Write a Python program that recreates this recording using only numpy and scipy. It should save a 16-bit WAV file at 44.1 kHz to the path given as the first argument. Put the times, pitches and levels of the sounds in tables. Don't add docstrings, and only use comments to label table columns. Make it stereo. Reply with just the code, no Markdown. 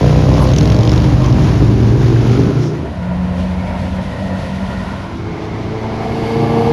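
import sys
import numpy as np
from scipy import signal
from scipy.fft import rfft, irfft, next_fast_len
from scipy.io import wavfile
from scipy.ndimage import uniform_filter1d

SR = 44100
rng = np.random.default_rng(int(sys.argv[2]) if len(sys.argv) > 2 else 0)


def wrap_up_sound(samples):
    columns = np.atleast_2d(samples).T
    tamed = np.clip(columns, -1, 1)
    steps = np.round(tamed * 32767).astype(np.int16)
    wavfile.write(sys.argv[1], SR, steps)


N = 296660
TIME = np.arange(N) / SR

# time in seconds, four-stroke cycles per second.
CHASE_SPEED = [(0, 17.3), (.3, 19.4), (.49, 20.7), (.6, 21.6), (.85, 23.3), (1.0, 24.3), (1.26, 25.3),
               (1.36, 21.3), (1.7, 22.4), (2.0, 23.4), (2.3, 24.3), (2.9, 26.1)]
# frequency in Hz, gain in dB.
TYRE_RUMBLE = [(20, -20.5), (35, -20), (52, 2), (80, 6.5), (130, 0.5), (200, 0.5), (280, -5.5), (400, -26),
               (800, -62.5)]
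TYRE_HISS = [(1500, -18), (2500, 2), (3100, 2), (4500, -3.5), (6000, -8.5), (8500, -20), (10500, -15.5),
             (12500, -28), (14000, -51.5)]
# frequency in Hz, side gain in dB.
ROAD_WIDTH = [(60, -14.5), (200, -5.5), (400, -2), (620, -4.5), (800, 4.5), (980, 1.5), (1230, 7.5),
              (1420, 5.5), (1620, 9), (1900, -1), (4000, -1), (13000, 3)]
STREET_WIDTH = [(60, -28.5), (120, -19.5), (200, -16), (360, -8), (660, -11), (1200, -4), (2200, -7.5),
                (4000, -109), (7000, 2.5), (13000, -4)]

STREET_T60_S, CHASE_START_TURNS = 0.888, 0.143
SPORTS_PASS_S = (6.898, 0.629)
LATER_SPAN_S, CLOSE_SPAN_S = (4.57, 5.354, 7, 7.5), (5.843, 6.286, 7, 7.5)


def motorcycles():
    # time in seconds, four-stroke cycles per second.
    lead_speed = [(0, 30.1), (.33, 32.1), (.55, 33), (.8, 34.1), (.97, 34.5), (1.1, 33.2), (1.22, 30),
                  (1.32, 26.5), (1.45, 26.8), (2.0, 27.5), (2.4, 28.7), (2.9, 32)]
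    # time in seconds, leader minus follower in dB.
    balance = [(0, 11), (.6, -4), (1.3, -3.5), (2.25, -5), (2.9, 1)]
    lean = undb(curves(balance)[0] / 2)
    lead = v_twin(lead_speed, spread_db=2, jitter_s=0.00005, start_turns=0.15)
    chase = v_twin(CHASE_SPEED, spread_db=3, jitter_s=0.0001, start_turns=CHASE_START_TURNS)
    firings = undb(2) * lean * lead + chase / lean
    mid = pipe_boom(lead, chase, lean) + pipe_mouths(firings) + gas_hiss(firings) + valves() + clatters()
    walls = scatter(colour(mid, [(100, -8), (250, 2), (500, 0), (14000, 0)]), t60_s=0.3)
    side = np.sqrt(2 / 3) * quadrature(mid) + np.sqrt(1 / 3) * walls
    return stereo(mid, side, STREET_WIDTH)


def v_twin(speed, spread_db, jitter_s, start_turns):
    turns = start_turns + np.cumsum(curves(speed)[0]) / SR
    due_turns = (np.arange(int(turns[-1]))[:, None] + [0, 315 / 720]).ravel()[1:]
    chance = rng.standard_normal((len(due_turns), 2))
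    fire_s = np.interp(due_turns, turns, TIME) + jitter_s * chance[:, 0]
    pulses = np.zeros(N)
    pulses[np.clip(fire_s * SR, 0, N - 1).astype(int)] = undb(spread_db * chance[:, 1])
    return pulses


def pipe_boom(lead, chase, lean):
    # centre in Hz, width in Hz, gain in dB.
    lead_pipe = [(60.8, 30, -2), (102.6, 40.7, -0.5), (148, 40.1, -1), (195.8, 41.6, -8.5),
                 (240, 43.8, -8.5), (287.8, 35.6, -5)]
    chase_pipe = [(59.26, 16, 0.5), (147.6, 27.8, -5), (186.86, 44.8, -7), (243.8, 52, -6.5)]
    # time in seconds, gain in dB.
    note_level = [(0, -3), (.6, -1.5), (.9, 1), (1.05, -0.5), (1.2, 3.5), (1.3, -3), (1.45, 3), (1.6, -2),
                  (1.72, 5), (1.85, 1.5), (2.0, 4), (2.3, 2.5), (2.42, -8.5), (2.9, -7)]
    note = undb(curves(note_level)[0]) * ring(chase, [(117.66, 20.34, 0)])
    boom = lean * steady(ring(lead, lead_pipe)) + steady(ring(chase, chase_pipe) + note) / lean
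    boom = colour(boom, [(20, -3.5), (42, -16.5), (58, -0.5), (120, 1),
                         (200, 0.5), (400, -16.5), (1000, -45)])
    boom = steady(boom + undb(0.5) * scatter(boom, STREET_T60_S))
    boom *= undb(glide(-5.5, -9.5, middle_s=-1, scale_s=4.5))
    deep = filtered(boom, lambda hz: 1 / (1 + (hz / 80) ** 8))
    return (boom - deep * (1 - fade(1.9, 2.75))) * fade(2.42, 2.936)


def pipe_mouths(firings):
    # frequency in Hz, gain in dB.
    bark_spectrum = [(150, -23.5), (225, 1), (280, 3), (350, 2), (420, -1), (490, -13), (620, -24.5),
                     (1200, -51)]
    rasp_spectrum = [(300, -31), (490, 13), (620, 7.5), (800, 0.5), (1000, 1), (1300, -15.5), (1700, -29.5),
                     (2300, -22), (4000, -48)]
    blast = steady(firings) + undb(-16) * steady(puffs(firings, decay_s=0.006))
    walls_db = -12 + 13 * np.clip(TIME / 1.4, 0, 1)
    blast = mirrored(blast + undb(walls_db) * scatter(blast, STREET_T60_S))
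    rasp_db = glide(-18.5, -31.5, middle_s=0.5341, scale_s=0.0044)
    rasp_db += 7.6 * bell(0.793, half_s=0.19)
    bark_db = glide(-18.5, -17.5, middle_s=1.68, scale_s=1.22) + 1.1 * walk(16)
    bark_db += 2.4 * bell(2.41, half_s=0.057)
    rasp = undb(rasp_db) * steady(colour(blast, rasp_spectrum))
    bark = undb(bark_db) * steady(colour(blast, bark_spectrum))
    return (bark + rasp + mouth_ring(blast)) * fade(2.5, 3.01)


def mirrored(x, echo_db=-8):
    # time in seconds, delay in ms.
    detour = [(0, 4.02), (.5, 3.506), (.8, 3.75), (1.0, 3.76), (1.25, 3.18), (1.5, 3.06), (2.0, 2.893),
              (2.45, 2.79), (2.9, 3.03)]
    return x + undb(echo_db) * np.interp(TIME - curves(detour)[0] / 1000, TIME, x)


def mouth_ring(blast):
    # approaching centre in Hz, leaving centre in Hz, width in Hz, gain in dB.
    modes = [(213.3, 180.6, 54, 3), (455.2, 412.3, 63.3, 5.5), (646, 605, 93.3, -5)]
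    # time in seconds, level in dB.
    level = [(0, -21.5), (.3, -19), (.52, -24.5), (.65, -16), (.85, -20.5), (1.15, -26.5), (1.4, -33),
             (1.7, -46), (2.2, -70)]
    voice = sum(undb(db) * sweep(blast, glide(high_hz, low_hz, middle_s=0.645, scale_s=0.664), width_hz)
                for high_hz, low_hz, width_hz, db in modes)
    return undb(curves(level)[0]) * steady(voice)


def gas_hiss(firings):
    # frequency in Hz, gain in dB.
    spectrum = [(700, 9), (1400, 7.5), (2100, 6), (2700, 4.5), (4000, 1.5), (5500, -0.5), (6800, -5),
                (8200, -26), (10000, -13), (12000, -21), (14000, -27.5)]
    # centre in seconds, level in dB, half length in seconds.
    traffic_swells = [(1.52, -43, 0.16), (2.04, -43, 0.095), (2.33, -37.5, 0.126)]
    gas = steady(puffs(firings, decay_s=0.015)) * undb(1.8 * walk(40)) + undb(3) * noise()
    gain = undb(glide(-26.5, -34, middle_s=1.2449, scale_s=0.96)) + swells(traffic_swells)
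    return gain * undb(0.7 * walk(18)) * steady(colour(gas, spectrum)) * fade(2.58, 2.92)


def valves(ring_hz=5400, ring_s=0.003):
    # frequency in Hz, gain in dB.
    tap_spectrum = [(1500, -11.5), (3000, 4), (4500, 2), (5800, -2.5), (7000, -8), (8500, -33.5),
                    (13000, -23)]
    # centre in seconds, level in dB, half length in seconds.
    spells = [(.335, -38.5, 0.035), (.49, -37, 0.066), (0.575, -35.5, 0.035), (0.68, -35.5, 0.143),
              (.92, -34, 0.127), (1.255, -34, 0.0325), (1.318, -36, 0.0144)]
    taps = v_twin(CHASE_SPEED, spread_db=1, jitter_s=0.0003, start_turns=CHASE_START_TURNS)
    hz = ring_hz * (1 + 0.092 * rng.standard_normal(512))[np.cumsum(taps > 0)]
    clink = decays(taps, ring_s) * np.sin(2 * np.pi * np.cumsum(hz) / SR)
    tap = steady(colour(puffs(taps, decay_s=0.002), tap_spectrum))
    return swells(spells) * (tap + undb(-4) * steady(clink))


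def clatters():
    # centre in seconds, level in dB, centre in Hz, width in Hz, half length in seconds.
    events = [(0.414, -22, 928, 420, .05), (0.426, -41.5, 10370, 3000, 0.044),
              (0.586, -19.5, 5800, 900, 0.004), (2.165, -25, 1500, 350, 0.0087),
              (2.658, -41, 5470, 1499, 0.098)]
    out = np.zeros(N)
    for s, db, hz, width_hz, half_s in events:
        start, count = int((s - half_s) * SR), int(2 * half_s * SR)
        mode = [(hz, width_hz, 0)]
        burst = ring(ring(rng.standard_normal(SR // 2), mode), mode)[-count:]
        out[start:start + count] += undb(db) * burst / burst.std() * np.hanning(count)
    return out


def exhaust_cracks(decay_s=0.00237):
    # start in seconds, gain in dB, ring in Hz.
    hard_firings = [(.042, -1.5, 600), (.075, -7.5, 620), (.316, -6, 640), (.562, -17.5, 620),
                    (2.509, -13, 600), (6.17, -12, 730), (6.538, -11.5, 790)]
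    out = np.zeros(N)
    age_s = TIME[:2048]
    for s, db, hz in hard_firings:
        start = int(s * SR)
        crack = np.sin(2 * np.pi * hz * age_s) * np.exp(-age_s / decay_s)
        out[start:start + len(age_s)] += undb(db) * crack
    return direct(out, STREET_WIDTH)


def car_engines():
    # time in seconds, firing rate in Hz.
    drone_speed = [(2.85, 176.8), (3.5, 183.9), (4, 186.9), (4.6, 188.9), (5.2, 194.1)]
    # multiple of the firing rate, gain in dB.
    drone_orders = [(.5, -20), (.75, -12.5), (1, -1), (1.25, -32.5), (2, -27.5)]
    # centre in seconds, change in dB, half length in seconds.
    drone_changes = [(3.3, 1.5, 0.257), (3.711, -4.5, 0.176), (4.138, -10.5, 0.087), (4.443, -5, 0.055)]
    # time in seconds, pitch in Hz, level in dB.
    far_track = [(2.95, 73.43, -27.5), (3.2, 76.66, -30.5), (3.35, 85.66, -22), (3.55, 86.02, -29.5),
                 (3.85, 85.62, -24), (3.97, 83.23, -28)]
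    pickup_track = [(5.2, 333.1, -31.5), (5.4, 329.5, -30.5), (5.8, 324.9, -37.5), (5.95, 325.2, -42.5)]
    drone = engine(curves(drone_speed)[0], drone_orders, waver=0.00724, flutter_db=0.11)
    changes_db = sum(db * bell(s, half_s) for s, db, half_s in drone_changes)
    drone *= undb(-17.5 - 2.5 * (TIME - 3.08) + changes_db) * envelope((2.9, 3.08, 4.7, 5.25))
    hz, db = curves(far_track)
    far = undb(db) * engine(hz, [(1, 0), (3, -10.5)], waver=0.015, flutter_db=1.2)
    hz, db = curves(pickup_track)
    pickup = undb(db) * engine(hz, [(1 / 3, -3), (1 / 2, -2), (1, 0)], waver=0.0053, flutter_db=0)
    engines = drone + far * during(far_track, fade_s=0.11) + pickup * during(pickup_track, fade_s=0.288)
    return direct(engines, [(60, -23.5), (180, -11.5), (400, -8)])[::-1]


def sports_car():
    # time in seconds, firing rate of one bank in Hz.
    speed = [(5.15, 106.6), (5.5, 107.5), (5.9, 110.1), (6.25, 113.7), (6.73, 115.6)]
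    # multiple of that rate, gain in dB.
    growl_orders = [(1, 1), (1.25, -4), (2.25, -18), (2.5, -8), (2.75, -5), (3, -9), (3.25, -12.5),
                    (3.5, -18), (3.75, -11.5)]
    snarl_orders = [(5, -8), (6, -4.5), (6.25, -8), (6.5, -14), (6.75, -7), (7, -8.5), (7.25, -9.5),
                    (7.5, -16.5), (8, -5.5), (9, -15.5), (10, -14), (10.25, -18.5)]
    # time in seconds, level in dB.
    snarl_level = [(5.4, -42.5), (5.85, -35.5), (6.08, -30.5), (6.17, -32.5), (6.26, -28), (6.4, -28),
                   (6.5, -25.5), (6.6, -23.5), (6.73, -25)]
    howl_level = [(5.15, -43.5), (5.45, -31.5), (5.67, -33.5), (5.74, -27), (5.98, -34.5), (6.07, -25.5),
                  (6.13, -35.5), (6.21, -21.5), (6.42, -19), (6.48, -26.5), (6.52, -19.5), (6.6, -16.5),
                  (6.72, -13.5)]
    # centre in Hz, width in Hz, gain per pass in dB.
    intake_modes = [(1667, 120, 1.5), (2181, 106, 3), (2661, 120, -1), (2923, 170, -0.5), (3406, 300, -4.5),
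                    (4404, 210, -2.5), (4873, 180, -2.5), (6000, 790, -15.5), (10960, 2400, -12.5)]
    # frequency in Hz, gain in dB.
    throat_spectrum = [(60, -22.5), (100, 6), (145, 5.5), (185, 4.5), (230, 0.5), (320, -13.5),
                       (520, -11.5), (760, -3.5), (930, -13.5), (1300, -40.5)]
    # time in seconds, left minus right in dB.
    pan = [(5.2, -2.5), (6.25, 2.5), (6.73, 0.5)]
    hz = curves(speed)[0]
    growl = engine(hz, growl_orders, waver=0.0035, flutter_db=1.4)
    growl *= passing(SPORTS_PASS_S, -18.5, steepness=1.91) * (1 + 0.308 * walk(110))
    snarl = engine(hz, snarl_orders, waver=0.008, flutter_db=3)
    snarl *= undb(curves(snarl_level)[0]) * (1 + 0.45 * walk(170))
    firing = engine(hz, [(2, 0)], waver=0.004, flutter_db=1.2)
    firing *= passing(SPORTS_PASS_S, -16.5, steepness=2.28) * (1 + 0.25 * walk(110))
    howl = engine(hz, [(4, 0)], waver=0.0025, flutter_db=0.7)
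    howl *= undb(curves(howl_level)[0]) * (1 + 0.18 * walk(110))
    gulps = 1 + 0.43 * np.sin(2 * np.pi * np.cumsum(hz) / SR)
    intake = undb(-36.5) * steady(ring(ring(gulps * noise(), intake_modes), intake_modes))
    throat = steady(colour(gulps * noise(), throat_spectrum))
    throat *= passing(SPORTS_PASS_S, -19.5, steepness=2.15)
    exhaust = growl + snarl + firing + howl + throat
    car = exhaust * envelope(LATER_SPAN_S) + intake * envelope(CLOSE_SPAN_S)
    pair = direct(car, [(110, -30.5), (230, -14.5), (460, -6), (900, -6.5), (2200, -24), (11000, -25.5)])
    return panned(pair, curves(pan)[0])


def engine(hz, orders, waver, flutter_db):
    phase = 2 * np.pi * np.cumsum(hz * (1 + waver * walk(25))) / SR
    return np.sqrt(2) * sum(undb(db + flutter_db * walk(14)) * np.sin(k * phase + 2 * np.pi * rng.random())
                            for k, db in orders)


def near_lane_tyres():
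    # centre in seconds, level in dB, half length in seconds.
    passes = [(1.25, -26, 0.722), (2.35, -30.5, 0.413)]
    # frequency in Hz, gain in dB.
    spectrum = [(200, -12), (550, 4.5), (800, 3), (1100, -1), (1500, -10), (2200, -15.5), (4000, -39)]
    return swells(passes) * direct(tyre_noise(spectrum, patchy_db=0.5), STREET_WIDTH)


def tyre_band_swells():
    # centre in seconds, level in dB, half length in seconds, centre in Hz, width in Hz.
    bands = [(1.254, -27.5, 0.048, 1056, 120), (1.383, -38.5, 0.087, 820, 150),
             (1.995, -40, 0.22, 1567, 240), (2.464, -39.5, 0.3, 1372, 190), (3.423, -29, 0.06, 567, 120),
             (3.678, -41, 0.136, 2214, 260), (3.713, -31.5, 0.177, 639, 220.6),
             (4.298, -30, 0.14, 614, 219.3), (4.27, -40, 0.274, 1889, 169.8),
             (4.752, -39.5, 0.234, 1882, 189.5), (4.89, -38, 0.327, 1423, 189),
             (4.9, -36.5, 0.345, 1013, 140)]
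    out = np.zeros(N)
    for s, db, half_s, hz, width_hz in bands:
        mode = [(hz, width_hz, 0)]
        band = ring(ring(noise(), mode), mode)
        out += undb(db) * bell(s, half_s) * band / band.std()
    return direct(out, [(500, -5), (1000, -6.5), (2000, -4.5)])


def first_car_tyres(direct_share=0.216, hiss_direct_share=0.076, right_lag_s=0.00046):
    # frequency in Hz, gain in dB.
    roar_spectrum = [(200, -14.5), (300, -6), (420, -7.5), (520, 0), (690, 0.5), (790, -8.5), (960, -1),
                     (1150, -13), (1280, -13.5), (1420, -9), (1620, -17), (1850, -11), (2500, -21),
                     (4000, -38)]
    pass_s, hiss_pass_s = (4.09, 1.266), (4.53, 1.764)

    def wide(spectrum, pan_db, patchy_db):
        mid, scattered = (tyre_noise(spectrum, patchy_db) for _ in range(2))
        side = np.sqrt(direct_share) * quadrature(mid) + np.sqrt(1 - direct_share) * scattered
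        return stereo(mid, undb(-0.53) * side, ROAD_WIDTH, pan_db)

    rumble = passing(pass_s, -22, steepness=0.74) * wide(TYRE_RUMBLE, pan_db=-0.97, patchy_db=0.5)
    roar = passing(pass_s, -27.5, steepness=1) * wide(roar_spectrum, pan_db=1.5, patchy_db=1.06)
    straight, left, right = (tyre_noise(TYRE_HISS, patchy_db=1.45) for _ in range(3))
    straight = np.array([straight, np.roll(straight, int(right_lag_s * SR))])
    hiss = np.sqrt(hiss_direct_share) * straight + np.sqrt(1 - hiss_direct_share) * np.array([left, right])
    hiss = passing(hiss_pass_s, -37.5, steepness=2) * panned(hiss, pan_db=4)
    return (rumble + roar + hiss) * envelope((2.58, 2.85, 4.9, 5.3))


def later_tyres():
    # frequency in Hz, gain in dB.
    roar_spectrum = [(150, 0), (260, -5.5), (380, 8.5), (520, 0.5), (780, 0), (1000, 1), (1150, -3.5),
                     (1450, -8), (1700, -9), (1900, -11), (2180, -5), (2500, -16), (4000, -64.5)]
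    dulling = [(3000, -1), (6000, 0.5), (10000, -7), (14000, 0)]
    rumble = passing(SPORTS_PASS_S, -27.5, steepness=0.077) * tyre_noise(TYRE_RUMBLE, patchy_db=3)
    roar = passing(SPORTS_PASS_S, -25, steepness=0.37) * tyre_noise(roar_spectrum, patchy_db=1.14)
    far_hiss = colour(tyre_noise(TYRE_HISS, patchy_db=0.5), dulling)
    far_hiss *= passing(SPORTS_PASS_S, -38.5, steepness=0.373)
    close_hiss = undb(-41) * tyre_noise(TYRE_HISS, patchy_db=1) * envelope(CLOSE_SPAN_S)
    return (rumble + roar + far_hiss) * envelope(LATER_SPAN_S) + close_hiss


def tyre_noise(spectrum, patchy_db):
    return steady(colour(noise(), spectrum)) * undb(patchy_db * walk(25))


def breeze():
    spectrum = [(20, -3), (50, 3.5), (100, -2.5), (250, -28)]
    return undb(-42) * np.array([steady(colour(noise(), spectrum)) * undb(2 * walk(5)) for _ in range(2)])


def undb(db):
    return 10 ** (np.asarray(db) / 20)


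def curves(table):
    s, *columns = np.transpose(table)
    return [np.interp(TIME, s, column) for column in columns]


def envelope(span_s):
    return np.interp(TIME, span_s, [0, 1, 1, 0])


def during(table, fade_s):
    start_s, end_s = table[0][0], table[-1][0]
    return envelope((start_s - fade_s, start_s, end_s, end_s + fade_s))


def fade(start_s, silent_s):
    return np.interp(TIME, [start_s, silent_s], [1, 0])


def bell(s, half_s):
    return np.exp(-((TIME - s) / half_s) ** 2)


def swells(rows):
    return sum(undb(db) * bell(s, half_s) for s, db, half_s in rows)


def glide(before, after, middle_s, scale_s):
    return before + (after - before) * (1 + np.tanh((TIME - middle_s) / scale_s)) / 2


def passing(path_s, abreast_db, steepness):
    abreast_s, cover_s = path_s
    return undb(abreast_db) / np.hypot(1, (TIME - abreast_s) / cover_s) ** steepness


def noise():
    return rng.standard_normal(N)


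def walk(rate_hz):
    count = int(rate_hz * N / SR) + 2
    return 1.2545 * np.interp(TIME * rate_hz, np.arange(count), rng.standard_normal(4096)[:count])


def decays(pulses, decay_s):
    return signal.lfilter([1], [1, -np.exp(-1 / (decay_s * SR))], pulses)


def puffs(pulses, decay_s):
    return noise() * decays(pulses, decay_s)


def steady(x, size=8000):
    return x / np.sqrt(uniform_filter1d(uniform_filter1d(x ** 2, size), size) + 1e-14)


def log_gain(bins_hz, hz, db):
    return undb(np.interp(np.log(bins_hz + 1), np.log(hz), db))


def colour(x, points, size=8192):
    hz, db = np.transpose(points)
    hz, db = np.append(hz, 2 * hz[-1]), np.append(db, db[-1] - 23.5)
    cepstrum = irfft(np.log(log_gain(np.arange(size // 2 + 1) * SR / size, hz, db)))
    cepstrum[1:size // 2] *= 2
    cepstrum[size // 2 + 1:] = 0
    return signal.oaconvolve(x, irfft(np.exp(rfft(cepstrum))))[:N]


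def filtered(x, response, pad=4096):
    padded = np.pad(x, pad, mode="reflect", reflect_type="odd")
    padded *= signal.windows.tukey(len(padded), 2 * pad / len(padded))
    count = next_fast_len(len(padded), True)
    bins_hz = np.arange(count // 2 + 1) * SR / count
    return irfft(rfft(padded, count) * response(bins_hz), count)[pad:pad + N]


def ring(x, modes):
    return sum((-1) ** k * undb(db) * signal.lfilter(*signal.iirpeak(hz, hz / width_hz, fs=SR), x)
               for k, (hz, width_hz, db) in enumerate(modes))


def sweep(x, hz, width_hz):
    carrier = np.exp(2j * np.pi * np.cumsum(hz) / SR)
    lowpass = signal.butter(2, width_hz / 2, fs=SR, output="sos")
    return 2 * np.real(carrier * signal.sosfilt(lowpass, x / carrier))


def scatter(x, t60_s):
    tail = rfft(rng.standard_normal(SR) * undb(-60 * TIME[:SR] / t60_s))
    return signal.oaconvolve(x, irfft(tail / np.abs(tail))[:SR // 2])[:N]


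def quadrature(x):
    return filtered(x, lambda hz: 1j)


def panned(pair, pan_db):
    return pair * undb(np.outer([1, -1], pan_db) / 2)


def stereo(mid, side, width, pan_db=0):
    side = filtered(side, lambda hz: log_gain(hz, *np.transpose(width)))
    return panned(np.array([mid + side, mid - side]), pan_db)


def direct(x, width):
    return stereo(x, quadrature(x), width)


def scene():
    engines = motorcycles() + exhaust_cracks() + car_engines() + sports_car()
    tyres = near_lane_tyres() + tyre_band_swells() + first_car_tyres()
    tyres += stereo(later_tyres(), undb(-2.5) * later_tyres(), ROAD_WIDTH, pan_db=1.5)
    return engines + tyres + breeze()


def record(dry, ceiling=0.95, top_hz=13700):
    rounded = dry / (1 + (dry / ceiling) ** 4) ** (1 / 4)
    return signal.sosfilt(signal.ellip(8, 0.2, 70, top_hz, fs=SR, output="sos"), rounded)


dry = scene()
out = record(dry)
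wrap_up_sound(out)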